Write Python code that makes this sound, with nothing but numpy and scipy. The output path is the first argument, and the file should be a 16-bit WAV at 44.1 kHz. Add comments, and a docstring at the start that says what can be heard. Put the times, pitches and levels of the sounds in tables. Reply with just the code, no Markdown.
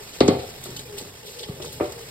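"""A small kitchen, at a steel sink: a tap runs over a plastic container handled above the basin.
The jet hisses and spatters as noise and droplet ticks; small bubbles ring as brief rising tones.
Water gurgles in the container as coloured patter and gliding tones; run-off drums as low noise.
The container bangs twice on the basin and its rim chatters; later come soft thuds and more knocks.
Each blow is a falling chirp, a noise crack and ringing modes, with the chirp answered by the room."""
import sys
import numpy as np
from scipy import signal
from scipy.fft import rfft, irfft, next_fast_len
from scipy.io import wavfile
from scipy.ndimage import uniform_filter1d, map_coordinates

SR = 44100
rng = np.random.default_rng(int(sys.argv[2]) if len(sys.argv) > 2 else 0)


def wav_out(sig):
    """Save sig, one row per channel (or a flat mono array), as 16-bit PCM at SR to the path in sys.argv[1]."""
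    wavfile.write(sys.argv[1], SR, np.round(np.clip(np.atleast_2d(sig).T, -1, 1) * 32767).astype(np.int16))


N = 92610
T = np.arange(N) / SR  # seconds
SIZE = next_fast_len(N + SR // 2)  # room for filter tails
HZ = np.fft.rfftfreq(SIZE, 1 / SR) + 1e-3  # just above zero, so that it can divide
HALF = np.array([[.5], [-.5]])  # shares a left-right difference between the microphones

# Colour of water breaking into droplets. Each row: frequency in Hz, level in dB.
HISS_COLOUR = [(500, 0), (900, -1), (1400, -4.5), (2000, -2.5), (3000, -3), (4500, -2), (6000, -5.5),
               (8000, -5), (11000, -11), (14000, -7.5), (16000, -20.5)]

# Bending waves in a sheet: the basin's delay in seconds at this pitch; higher ones come sooner.
BEND_S, BEND_HZ, BEND_POWER = 0.00855, 325.4, 0.89


def amp(db):
    """Decibels to gain."""
    return 10 ** (np.asarray(db) / 20)


def unit(x):
    """Scaled to rms 1."""
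    return x / np.sqrt(np.mean(x ** 2) + 1e-20)


def along(points, hz=HZ):
    """(Hz, value) points read on a log frequency axis."""
    f, v = np.transpose(points)
    return np.interp(np.log(hz + 1), np.log(f + 1), v)


def curve(rows):
    """(s, value) rows, one value per sample."""
    return np.interp(T, *np.transpose(rows))


def wobble(rate):
    """A smooth random curve, rate knots a second."""
    return map_coordinates(rng.standard_normal(4096), [T * rate], mode="wrap")


def filtered(x, response):
    """x times a response on the frequency grid."""
    return irfft(rfft(x, SIZE) * response, SIZE)[..., :N]


def fade(t, t60):
    """Exponential decay by 60 dB in t60 seconds."""
    return np.exp(-np.log(1000) * t / t60)


def at(s, x):
    """x put off until second s."""
    return np.pad(x, [(0, 0), (round(s * SR), 0)])[:, :N]


def noise():
    """Two unrelated white noises."""
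    return rng.standard_normal((2, N))


def patter(rate, spread_db):
    """Two streams of impacts at random moments, rate a second each, of random size and sign."""
    hits = rng.random((2, N)) < rate / SR
    sizes = amp(spread_db * np.clip(noise(), -2, 2))
    return unit(hits * np.sign(noise()) * sizes)


def spread(pair, colour_db):
    """Two unrelated signals become one coloured, partly alike stereo sound of rms 1."""
    # Likeness at the two microphones. Each row: frequency in Hz, left-right correlation (1 = alike).
    likeness = [(250, 0.99), (600, 0.55), (1200, 0.3), (1800, 0.5), (2700, 0.24), (4800, 0.15),
                (6000, 0.92), (8000, 0.88), (15000, 1)]
    turn = np.arccos(np.clip(along(likeness), -1, 1)) / 2
    shares = np.array([np.cos(turn), np.sin(turn)])
    mid, side = filtered(pair, amp(colour_db) * shares)
    return unit(np.array([mid + side, mid - side]))


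def patchy(x, depth_db):
    """Droplets of like size come in clusters: brief patches of random gain in time and frequency."""
    z = signal.stft(x, nperseg=256)[2]
    field = uniform_filter1d(rng.standard_normal(z.shape[1:]), size=4, axis=0)
    field = uniform_filter1d(field, size=6, axis=1)
    gain = unit(amp(depth_db * np.clip(unit(field), -2, 2)))
    return signal.istft(z * gain, nperseg=256)[1][:, :N]


def jet():
    """The jet breaks up on the container into fine hiss and droplet ticks."""
    # Strength of the hiss. Each row: time in seconds, level in dB before the lift below.
    spray = [(0.0, -46.5), (0.61, -47), (0.96, -47.5), (1.23, -49.5), (1.69, -49.5), (1.81, -47.5),
             (2.1, -46)]
    lift_db, drops_db = 4, -8.5
    grains = noise() + amp(drops_db) * patter(rate=900, spread_db=5)
    slow_flicker_db = 1.1 * wobble(24)
    fast_flicker_db = 1.3 * wobble(150)
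    level_db = curve(spray) + lift_db + slow_flicker_db + fast_flicker_db
    return amp(level_db) * patchy(spread(grains, along(HISS_COLOUR)), depth_db=1.5)


def gurgle():
    """Falling water stirs the container's hollow, which at times rings almost as a tone."""
    # Water in the container. Each row: time in seconds, level in dB.
    water = [(0, -44.5), (.08, -51.5), (.45, -44), (.6, -50), (.7, -49), (.87, -47), (1.04, -44.5),
             (1.12, -53.5), (1.21, -51), (1.25, -43.5), (1.33, -49.5), (1.42, -43.5), (1.53, -48.5),
             (1.61, -39), (1.72, -46.5), (1.97, -46), (2.1, -50.5)]
    # Colour of the hollow. Each row: frequency in Hz, level in dB.
    hollow_colour = [(150, -10), (240, -12.5), (320, -19), (400, 7), (460, 3), (540, -3.5), (650, -8),
                     (760, -21), (860, -0.5), (1000, -29), (2000, -34)]
    # Tones of the cavity as the jet pours in.
    # Each row: start in seconds, length in seconds, pitch in Hz, glide in Hz per second, level in dB.
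    glugs = [(0.849, 0.032, 490, -450, -42), (0.897, 0.095, 424, -280, -36), (1.361, 0.029, 485, -150, -37),
             (1.402, 0.036, 480, -350, -36.5), (1.469, 0.061, 438, -550, -37),
             (1.635, 0.033, 464, 195, -36), (1.945, 0.11, 468.4, -84, -42)]
    hollow = spread(patter(500, spread_db=7.0), along(hollow_colour))
    out = amp(curve(water) + 1.5 * wobble(45.02)) * hollow
    for s, length, hz, glide, db in glugs:
        cycles = hz * T + glide * T ** 2 / 2
        tone = np.sin(2 * np.pi * cycles + 0.13 * wobble(89))
        swell = np.sqrt(np.abs(np.sin(np.pi * np.minimum(T / length, 1))))
        out += at(s, amp(db) * (tone * swell)[None])
    return out


def runoff():
    """Water spilling off the container drums on the sink floor as low noise."""
    # Colour of the sink floor. Each row: frequency in Hz, level in dB.
    floor_colour = [(20, -47), (30, -27), (45, -26), (60, -0.5), (100, -1), (135, 4), (180, -9.5),
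                    (280, -8.5), (600, -28.5)]
    # Strength of the run-off. Each row: time in seconds, level in dB.
    drumming = [(0, -55.5), (0.5, -48.5), (0.75, -45), (1.05, -49), (1.2, -52.5), (1.45, -50),
                (1.65, -41.5), (2.1, -49.5)]
    level_db = curve(drumming) + 0.72 * wobble(25.0)
    return amp(level_db) * spread(noise(), along(floor_colour))


def blip(hz, cycles, side):
    """One bubble rings briefly and rises in pitch; side 0-1 sets its left-right phase difference."""
    t = T[:SR // 20]
    age = t * hz / cycles  # in decay times
    apart = np.array([[0], [np.pi * (side - .5)]])
    tone = np.sin(2 * np.pi * hz * t * (1 + 0.0062 * age) + apart)
    return tone * np.exp(-age) * (1 - np.exp(-10 * age))


def bubbles():
    """Trapped air rings: many small bubbles, and a few clear plinks from single drops."""
    # Single drops that trap a bubble. Each row: start in seconds, pitch in Hz, level in dB.
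    plinks = [(0.768, 2990, -35), (0.792, 3880, -32), (1.434, 3350, -34)]
    per_s, centre_hz, octaves = 350, 3530, 1.2
    level_db, range_db = -55.5, 27  # all small bubbles together; loudest over softest
    out = np.zeros((2, N + SR))
    for when, side, pitch, size in rng.random((int(per_s * N / SR), 4)):
        hz = centre_hz * 2 ** (octaves * (pitch - .5))
        ring = amp(range_db * size) * blip(hz, 28, side)
        start = int(when * N)
        out[:, start:start + ring.shape[1]] += ring
    out = amp(level_db) * unit(out[:, :N])
    for s, hz, db in plinks:
        plink = blip(hz, 40, rng.random())
        out += amp(db) * at(s, np.pad(plink, [(0, 0), (0, N)]))
    return out


def splashes():
    """Short, clumpy showers of droplets as water is flung against the steel."""
    # Splashes off hands and container.
    # Each row: start in seconds, level in dB, decay time in seconds, treble tilt in dB per octave.
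    showers = [(0.125, -41.5, 0.061, -5), (0.388, -37.5, 0.027, -10.5), (0.636, -34.5, 0.015, 2),
               (0.651, -38, 0.024, -3), (0.703, -37.5, 0.0067, 1), (0.763, -28.5, 0.01, -2.5),
               (0.788, -35.5, 0.017, -2), (0.974, -33.5, 0.036, 0), (1.244, -41, 0.11, -1),
               (1.382, -36.5, 0.044, -3.5), (1.429, -34, 0.018, -8.5), (1.615, -35, 0.029, -4.5),
               (1.63, -39.5, 0.082, -3), (1.72, -39.5, 0.037, 3.5), (1.837, -40.5, 0.034, -13),
               (1.920, -35, 0.0069, 2)]
    thin_db = along([(300, -40), (1500, -17.0), (3200, 5.5)])  # little bass in a splash
    out = np.zeros((2, N))
    for s, db, length, tilt_db in showers:
        tilt = tilt_db * np.log2(np.maximum(HZ, 500) / 4000)
        shower = spread(patter(3000, spread_db=4.5), along(HISS_COLOUR) + tilt + thin_db)
        rise_s = max(.003, length / 4)
        rise = np.minimum(T / rise_s, 1)
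        fall = np.exp(-np.maximum(T - rise_s, 0) / length)
        out += amp(db) * at(s, shower * rise * fall)
    return patchy(out, depth_db=3.2)


def room(x):
    """The kitchen's answer: a noise tail, each band dying at its own speed."""
    # Reverberation of the kitchen. Each row: frequency in Hz, t60 in seconds.
    decay = [(60, 1), (200, 0.09), (700, 0.67), (2000, 0.51)]
    delay_s = 0.011
    hz, t, z = signal.stft(spread(noise(), 0)[:, :SR // 2], SR, nperseg=512)
    tail = signal.istft(z * fade(t, along(decay, hz)[:, None]), SR, nperseg=512)[1]
    tail /= np.linalg.norm(tail[0])
    return at(delay_s, signal.fftconvolve(x[None], tail, axes=1))


def drift(t):
    """A random curve over the times t, 45 knots a second, for one ringing mode."""
    return np.interp(t * 45, np.arange(32), rng.standard_normal(32))


def ringing(modes, choke_s):
    """Modes of a struck body, unsettled by moving water on its walls, damped around choke_s."""
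    waver_db, waver_rad = 2.2, 0.3
    spread_rad_per_hz = 0.00095  # higher modes reach the two microphones less in step
    t = T[:SR // 2]
    out = np.zeros((2, len(t)))
    for hz, db, t60 in modes:
        phase = 2 * np.pi * (hz * t + rng.random()) + waver_rad * drift(t)
        apart = spread_rad_per_hz * hz * rng.standard_normal() * HALF
        out += amp(db + waver_db * drift(t)) * fade(t, t60) * np.sin(phase + apart)
    rise = 1 - np.exp(-t / BEND_S)
    choke = 1 / np.sqrt(1 + (t / choke_s) ** 8)
    return np.pad(out * rise * choke, [(0, 0), (0, N - len(t))])


def blows(rows, modes, crack_hz, rise_s, bend_s, choke_s, room_db):
    """Each contact gives a crack, a falling chirp of bending waves, and the struck body's ringing."""
    # Colour of the crack. Each row: frequency in Hz, level in dB.
    crack_colour = [(500, -52), (1150, 2), (1600, -12), (2200, -7.5), (3000, -10), (4400, -4),
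                    (5500, -22.5), (8000, -23), (16000, -52)]
    crack_t60_s = 0.051
    sizzle_db, sizzle_t60_s = -17, 0.56  # dense high modes ring on after the crack
    delay = bend_s * (BEND_HZ / np.maximum(HZ, BEND_HZ / np.sqrt(2))) ** BEND_POWER
    bend = np.exp(-2j * np.pi * np.cumsum(delay) * SR / SIZE)
    snap = fade(T, crack_t60_s) + amp(sizzle_db) * fade(T, sizzle_t60_s)
    snap *= 1 - np.exp(-T / rise_s)
    dull_db = -10 * np.log10(1 + (HZ / crack_hz) ** 12)
    under_modes = 1 + (.75 * modes[0][0] / HZ) ** 10  # little sound under the lowest mode
    out = np.zeros((2, N))
    for s, db, low_hz, high_hz, crack_db, ring_db in rows:
        band = (1 + (low_hz / HZ) ** 4) * (1 + (HZ / high_hz) ** 7) * under_modes
        boom = irfft(bend / np.sqrt(band), SIZE)[:N]
        boom /= np.abs(boom).max()
        crack = amp(crack_db) * snap * spread(noise(), along(crack_colour) + dull_db)
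        ring = amp(ring_db) * ringing(modes, choke_s)
        out += amp(db) * at(s, boom + crack + ring + amp(room_db) * room(boom))
    return out


def basin():
    """The steel basin booms under hard bangs and soft thuds, its ring hardly choked."""
    # Bangs of the container on the basin. Each row: start in seconds, level in dB,
    # lowest and highest Hz of the boom, crack and ring in dB relative to the blow.
    bangs = [(0.2047, -3.5, 302, 484, -10, -11.5), (0.2798, -2.5, 209, 370, -13.5, -14)]
    # Soft thuds of the basin. Each row: start in seconds, level in dB,
    # lowest and highest Hz of the boom, crack and ring in dB relative to the blow.
    thuds = [(0.683, -33, 99, 213, -35, -17), (0.782, -35, 91, 172, -27, -21),
             (1.015, -34, 110, 240, -28, -18.5), (1.483, -30.5, 149, 430, -9.5, -36),
             (1.489, -22, 117, 162, -18, -16.5), (1.808, -24.5, 90, 121, -22, -36)]
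    # Ringing of the steel. Each row: pitch in Hz, level in dB, t60 in seconds before choking.
    steel_modes = [(80, -13, .5), (104, -14, .45), (134, -8, .45), (172, -10, .35), (252, -2, .3),
                   (303, -8, .3), (337, -8, .25), (398, 0, .3), (429, -8, .25), (529, -4.5, .35),
                   (580, -12, .25), (640, -16, .35), (720, -10, .35), (738, -10, .3), (835, -18, .35),
                   (869, -18, .4), (926, -16, .32), (1107, -16, .24), (1152, -19, .2), (1215, -18, .2),
                   (1352, -21, .26), (2094, -16, .23), (2424, -20, .18), (3169, -22, .25), (4338, -22, .2),
                   (4486, -22, .2)]
    return blows(bangs + thuds, steel_modes, crack_hz=13000, rise_s=0.0032, bend_s=BEND_S,
                 choke_s=0.5, room_db=-9)


def rim():
    """The container's hard rim ticks on the steel, then chatters as it settles."""
    # First hard touch in each bang. 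Each row: start in seconds, level in dB, centre in Hz,
    # width in octaves, t60 in seconds.
    ticks = [(0.2059, -11.5, 4130, 0.78, 0.0065), (0.2793, -23, 5830, 0.52, 0.046)]
    # Colour of the chatter. Each row: frequency in Hz, level in dB.
    rattle_colour = [(300, -28), (440, -5), (520, 2), (620, -11), (725, 3.5), (785, -3), (850, -8),
                     (1000, -29), (3000, -25), (8000, -50)]
    start_s, rattle_db, rattle_t60_s = 0.29, -27, 0.65
    rattle = spread(patter(rate=160, spread_db=-0.5), along(rattle_colour))
    out = at(start_s, amp(rattle_db) * fade(T, rattle_t60_s) * rattle)
    for s, db, hz, octaves, t60 in ticks:
        colour_db = -10 * (np.log2(HZ / hz) / octaves) ** 2
        out += amp(db) * at(s, fade(T, t60) * spread(noise(), colour_db))
    return out


def container():
    """Soft plastic gives a gradual, duller crack, and the hands soon choke its ring."""
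    # Knocks on the container. Each row: start in seconds, level in dB,
    # lowest and highest Hz of the boom, crack and ring in dB relative to the blow.
    knocks = [(0.657, -31.5, 296, 686, -7, -5), (1.009, -30.5, 217, 504, -31, -13),
              (1.600, -27, 386, 480, -12, -13), (1.645, -33, 420, 1000, -8, -12),
              (1.799, -22, 420, 750, -7, -6), (1.8065, -9.5, 320, 450, -15, -11.5),
              (1.834, -28, 340, 560, -18, -8)]
    # Ringing of the plastic. Each row: pitch in Hz, level in dB, t60 in seconds before choking.
    plastic_modes = [(334, -6, .25), (362, 0, .33), (392, -5, .25), (474, -10, .4), (593, -6, .3),
                     (742, -12, .3), (811, -16, .2), (938, -12, .33), (1200, -20, .25), (1360, -21, .3)]
    # the small container spreads a blow less in time than the basin
    return blows(knocks, plastic_modes, crack_hz=2680, rise_s=0.005, bend_s=0.00485,
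                 choke_s=0.094, room_db=-8)


def placed(x):
    """The two microphones hear x at slightly different times and levels in each band."""
    # Arrival at the microphones. Each row: frequency in Hz, milliseconds by which the left is earlier.
    lead = [(300, -.15), (600, -.22), (1100, -.2), (1800, 0), (2400, .14), (4000, .1), (5600, .243),
            (16000, .243)]
    # Balance of the microphones. Each row: frequency in Hz, left over right in dB.
    balance = [(250, 0), (520, 2.6), (850, -1.5), (4000, -1), (8000, 0)]
    shift = np.exp(2j * np.pi * HZ * HALF * along(lead) / 1000)
    return filtered(x, amp(HALF * along(balance)) * shift)


def scene():
    """Water and contacts together, as they reach the microphones."""
    water = jet() + gurgle() + runoff() + bubbles() + splashes()
    contacts = basin() + rim() + container()
    return placed(water + contacts)


def record(dry):
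    """The recorder rounds off the highest peaks and keeps nothing above its band limit."""
    top_hz = 15800
    rounded = dry / (1 + np.abs(dry) ** 8) ** (1 / 8)
    return filtered(rounded, HZ < top_hz)


dry = scene()
out = record(dry)
wav_out(out)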